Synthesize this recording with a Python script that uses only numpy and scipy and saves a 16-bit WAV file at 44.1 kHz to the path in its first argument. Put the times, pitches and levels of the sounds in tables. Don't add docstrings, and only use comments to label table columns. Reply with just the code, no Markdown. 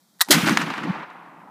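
import sys
import numpy as np
from scipy import signal
from scipy.fft import rfft, irfft
from scipy.io import wavfile
from scipy.ndimage import uniform_filter1d

SR = 44100
rng = np.random.default_rng(int(sys.argv[2]) if len(sys.argv) > 2 else 0)


def bounce(signal):
    frames = np.transpose(np.atleast_2d(signal))
    limited = np.clip(frames, -1, 1)
    pcm = np.round(limited * 32767).astype(np.int16)
    wavfile.write(sys.argv[1], SR, pcm)


def volts(x):
    e = np.asarray(x, float) / 20
    return 10 ** e


N = 66150
SHOT_S = 0.3065


def evened(x):
    return x / np.sqrt(np.mean(x ** 2) + 1e-20)


def read_colour(points, hz):
    point_hz, value = np.transpose(points)
    return np.interp(np.log(hz + 1), np.log(point_hz + 1), value)


def level_curve(points):
    point_s, db = np.transpose(points)
    return volts(np.interp(np.arange(N) / SR, point_s, db, left=-200))


def add(mix, start_s, sound):
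    part = mix[round(start_s * SR):][:len(sound)]
    part += sound[:len(part)]


def highpass(x, order, cutoff_hz):
    return signal.sosfilt(signal.butter(order, cutoff_hz, "high", fs=SR, output="sos"), x)


def hiss(colour, lumpy_db=0, lump_s=.002):
    gain = volts(read_colour(colour, np.fft.rfftfreq(N, 1 / SR)))
    noise = irfft(rfft(rng.standard_normal(N)) * gain, N)
    lumps = evened(uniform_filter1d(rng.standard_normal(N), max(round(lump_s * SR), 2)))
    return evened(noise * volts(lumpy_db * lumps))


def dying(start_s, t60_s, rise_s=0.0009, hold_s=0):
    t = np.arange(N) / SR - start_s
    fall_s = np.clip(t - rise_s - hold_s, 0, None)
    return np.clip(t / rise_s, 0, 1) * volts(-60 * fall_s / t60_s)


def range_air():
    # pitch_hz [Hz], relative_level_db [dB]; and its overall level [dB]
    air_colour = [(15, -71), (25, -41), (90, -20.5), (176, 3), (424, -13.5), (849, -10.5), (2340, -20),
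                  (2900, -29.5), (3140, -16), (3790, -14), (5660, -16.5), (14800, -20.5)]
    air_db = -62.5
    return volts(air_db) * hiss(air_colour, lumpy_db=0.5, lump_s=.02)


def wash():
    # time_s [s], level_db [dB]
    wash_level = [(.305, -92), (.312, -7.5), (.345, -7.5), (.358, -14), (.455, -17), (.475, -10.5),
                  (.53, -16), (.55, -20), (.605, -17.5), (.62, -18), (.65, -23), (.8, -23.5), (.83, -27),
                  (.9, -25), (1.03, -28), (1.065, -35.5), (1.2, -39), (1.5, -46)]
    # pitch_hz [Hz], relative_level_db [dB]
    near_colour = [(210, -34), (350, -12.5), (550, -15.5), (850, -8), (1500, -3.5), (2700, -6),
                   (3400, -10.5), (5400, -14), (15500, -23)]
    # pitch_hz [Hz], drift_db_per_s [dB/s]
    path_drift = [(500, 6.5), (900, 14), (1500, 1.5), (2100, -3.5), (2800, -9), (3600, -12.5), (5000, -22),
                  (8000, -37), (15000, -46)]
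    patchy_db, lumpy_db, smooth_per_s = -2, 1, .6

    frames, hz = N // 64 + 5, np.fft.rfftfreq(256, 1 / SR)
    real, imaginary, patches = rng.standard_normal((frames, 129, 3)).T
    patches = uniform_filter1d(patches, size=5, axis=0)
    patches = evened(uniform_filter1d(patches, size=8, axis=1))
    lumps = evened(uniform_filter1d(rng.standard_normal(frames), size=3))
    travel_s = np.clip(np.arange(frames) * 64 / SR - SHOT_S, 0, None)

    colour = volts(read_colour(near_colour, hz))
    echoes = (real + 1j * imaginary) * (colour / np.linalg.norm(colour))[:, None]
    drift_db = read_colour(path_drift, hz)[:, None] * travel_s
    uneven_db = (patchy_db * patches + lumpy_db * lumps) * np.exp(-smooth_per_s * travel_s)
    echoes = echoes * volts(drift_db + uneven_db)
    return level_curve(wash_level) * signal.istft(echoes, nperseg=256, noverlap=192)[1][:N]


def booms():
    # time_s [s], level_db [dB]
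    rumble_level = [(.272, -50), (.29, -32), (.305, -20.5), (.37, -12), (.42, -29), (.47, -16),
                    (.53, -16.5), (.55, -21), (.7, -26), (.76, -43), (.83, -25.5), (.86, -22.5),
                    (.88, -22.5), (.93, -36), (.995, -32), (1.065, -47.5), (1.5, -46.5)]
    # pitch_hz [Hz], relative_level_db [dB]
    rumble_colour = [(15, -73.5), (25, -53), (107, -24), (165, 0), (224, -5.5), (293, -1.5), (403, -16),
                     (454, -16), (600, -25.5), (780, -49.5), (1320, -120)]
    # centre_s [s], peak_db [dB], pitch_hz [Hz], half_length [cycles]
    swells = [(0.28, -29.5, 884, 7.2), (0.2925, -29, 332, 1.3), (0.3058, -5, 324, 4.1),
              (0.31, -9, 599, 7.9), (.316, -11, 322, 3.2), (0.367, -17.5, 177.7, 5), (0.437, -8, 184, 2.35),
              (0.472, -9, 304, 6), (0.51, -15, 215, 1.1), (0.529, -7.5, 218, 5.1), (0.784, -18.5, 256, 1.8),
              (.858, -19, 303, 9.3), (0.876, -31.5, 265, 4.9), (0.892, -19, 200, 2.8),
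              (0.904, -7.5, 182.3, 3.6)]

    out = level_curve(rumble_level) * hiss(rumble_colour, lumpy_db=1, lump_s=0.0052)
    for centre_s, peak_db, pitch_hz, cycles in swells:
        t = np.arange(-cycles / pitch_hz, cycles / pitch_hz, 1 / SR)
        bell = np.exp(-(3 * t * pitch_hz / cycles) ** 2)
        tone = np.sin(2 * np.pi * (pitch_hz * t + rng.random()))
        add(out, centre_s + t[0], volts(peak_db) * bell * tone)
    return out


def slaps():
    # [dB, treble peak against ring peak]
    faces = [(.463, -20, 1600, 0.026, 10), (0.4779, -0.5, 1650, 0.002, -9), (0.4862, 0.5, 1150, 0.0028, -9),
             (.495, -2.5, 1270, 0.0089, 0), (0.5729, 8, 1610, 0.013, -5.5), (.5752, -1.5, 1730, 0.017, -27),
             (0.6126, -8.5, 1480, 0.073, -12.5), (0.702, -9, 1160, 0.045, -22.5),
             (0.739, -11, 1390, 0.027, -40), (0.779, -13, 1410, 0.04, -48), (0.833, -14, 1490, 0.062, -50),
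             (.917, -28.5, 1500, 0.016, -52), (1.103, -24, 900, 0.02, -47)]
    ring_width, treble_hz, treble_top_hz = 0.74, 4565, 7000
    push_db, loose_gain = -11, 0.27
    rise_share, crisp_t60_s = 0.055, 0.06

    out, t = np.zeros(N), np.arange(SR // 8) / SR
    for start_s, peak_db, ring_hz, t60_s, treble_db in faces:
        rise = np.minimum(t / (rise_share * t60_s), 1)
        burst = loose_gain * rng.standard_normal(len(t)) * volts(-60 * t / t60_s) * rise
        burst[0] = -8 * volts(push_db) * np.exp(-(t60_s / crisp_t60_s) ** 2)
        ring = signal.lfilter(*signal.iirpeak(ring_hz, 1 / ring_width, SR), burst)
        ring = signal.lfilter(*signal.iirpeak(ring_hz, .5 / ring_width, SR), ring)
        treble = signal.lfilter(*signal.iirpeak(treble_hz, 1.2, SR), burst)
        dulled_hz = treble_top_hz * np.exp(SHOT_S - start_s)
        treble = signal.lfilter(*signal.butter(1, dulled_hz, fs=SR), treble)
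        slap = ring / abs(ring).max() + volts(treble_db) * treble / abs(treble).max()
        add(out, start_s, volts(peak_db) * slap)
    return out


def lock():
    # [dB, offset of rings below 2500 Hz]
    blows = [(0.188, -48, -2, -26.5), (0.1948, -41, -2, -8), (0.2012, -30, -23, -8),
             (0.2073, -19, -6.5, -15.5), (0.213, 6.5, -4.5, -9), (.2178, 2, 0.5, -5), (0.222, -5, -15, 3),
             (0.2331, -23.5, -3, -3), (.2515, -41, -19.5, -3.5)]
    # pitch_hz [Hz], relative_level_db [dB], t60_s [s]
    steel_rings = [(740, -24, .03), (1070, -16, 0.052), (1220, -10, .045), (1890, -9.5, 0.014),
                   (1909, 6, 0.069), (2050, -9.5, .016), (3820, -7, 0.017), (3940, 6, 0.01),
                   (4450, -3, .008), (5300, -14.5, .015), (7960, -8.5, 0.0093), (9700, -16, .015),
                   (13600, -5.5, 0.0044)]
    # pitch_hz [Hz], relative_level_db [dB]
    scrape_colour = [(180, -59.5), (300, -26), (1700, -2), (2740, -25), (3810, -1.5), (6360, -9),
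                     (8840, -7.5), (15500, -31.5)]
    chatter_t60_s, crack_t60_s, scrape_s = .003, 0.022, .207

    out, t = np.zeros(N), np.arange(SR // 8) / SR
    for start_s, level_db, crack_db, low_ring_db in blows:
        ring = np.zeros(len(t))
        for pitch_hz, ring_db, t60_s in steel_rings:
            offset_db = low_ring_db if pitch_hz < 2500 else 0
            ring += volts(ring_db + offset_db - 60 * t / t60_s) * np.sin(2 * np.pi * pitch_hz * t)
        chatter = rng.standard_normal(len(t)) * volts(-60 * t / chatter_t60_s)
        ring = signal.fftconvolve(ring, chatter / np.linalg.norm(chatter))[:len(t)]
        bright_noise = np.diff(rng.standard_normal(len(t) + 1)) / 2
        crack = bright_noise * volts(crack_db - 60 * t / crack_t60_s)
        add(out, start_s, volts(level_db) * (ring / abs(ring).max() + crack))

    grind = volts(-13) * dying(scrape_s, 0.03, hold_s=0.0097)
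    late_grind = volts(-28) * dying(scrape_s, 0.22)
    out = out + (grind + late_grind) * hiss(scrape_colour, lumpy_db=-4.5, lump_s=0.00033)
    return highpass(out, 4, 650)


def powder():
    # time_s [s], level_db [dB]
    flash_level = [(.262, -48.5), (.276, -49), (.2845, -47), (.286, -27), (.304, -27.5), (.308, -32.5),
                   (.312, -84)]
    # pitch_hz [Hz], relative_level_db [dB]
    flash_colour = [(240, -36), (400, -9), (1740, -16), (2470, -25), (2790, -19.5), (12300, -28.5),
                    (15500, -26.5)]
    # pitch_hz [Hz], relative_level_db [dB]
    gas_colour = [(59, -44), (100, -24), (313, -2.5), (898, -16.5), (1730, -4), (2520, -16.5), (2870, 0.5),
                  (12800, -13.5), (15500, -19)]
    rise_s = 0.001

    gas = hiss(gas_colour, lumpy_db=0, lump_s=0.00067)
    roar = volts(-5.5) * dying(SHOT_S, 0.15, rise_s, hold_s=0.012) * gas
    bright_gas = highpass(gas, 2, 3500)
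    spit = volts(-6.5) * dying(SHOT_S, 0.054, rise_s, hold_s=0.014) * bright_gas
    flash = level_curve(flash_level) * hiss(flash_colour, lumpy_db=2.5, lump_s=.0015)
    return roar + spit + flash


def scene():
    mix = range_air() + wash() + booms() + slaps() + lock() + powder()
    return mix[None]


def top_cut(x):
    return signal.sosfilt(signal.butter(12, 16470, fs=SR, output="sos"), x)


def record(dry):
    duck_start_db, duck_share, recover_db_per_s = -40, .17, .5
    ceiling = volts(5)

    power_db = 10 * np.log10(abs(uniform_filter1d(dry[0] ** 2, size=400)) + 1e-12)
    recovery_db = np.arange(N) * recover_db_per_s / SR
    wanted_db = duck_share * (power_db - duck_start_db)
    duck_db = np.maximum(np.maximum.accumulate(wanted_db + recovery_db) - recovery_db, 0)
    ducked = dry / volts(uniform_filter1d(duck_db, size=200))

    bass_cut = highpass(ducked, 2, 90.04)
    overloaded = ceiling * np.tanh(bass_cut / ceiling)
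    band_limit = signal.firwin(255, 15400, window=("kaiser", 8), fs=SR)
    finished = signal.oaconvolve(overloaded, band_limit[None], "same")
    return top_cut(finished)


dry = scene()
out = record(dry)
bounce(out)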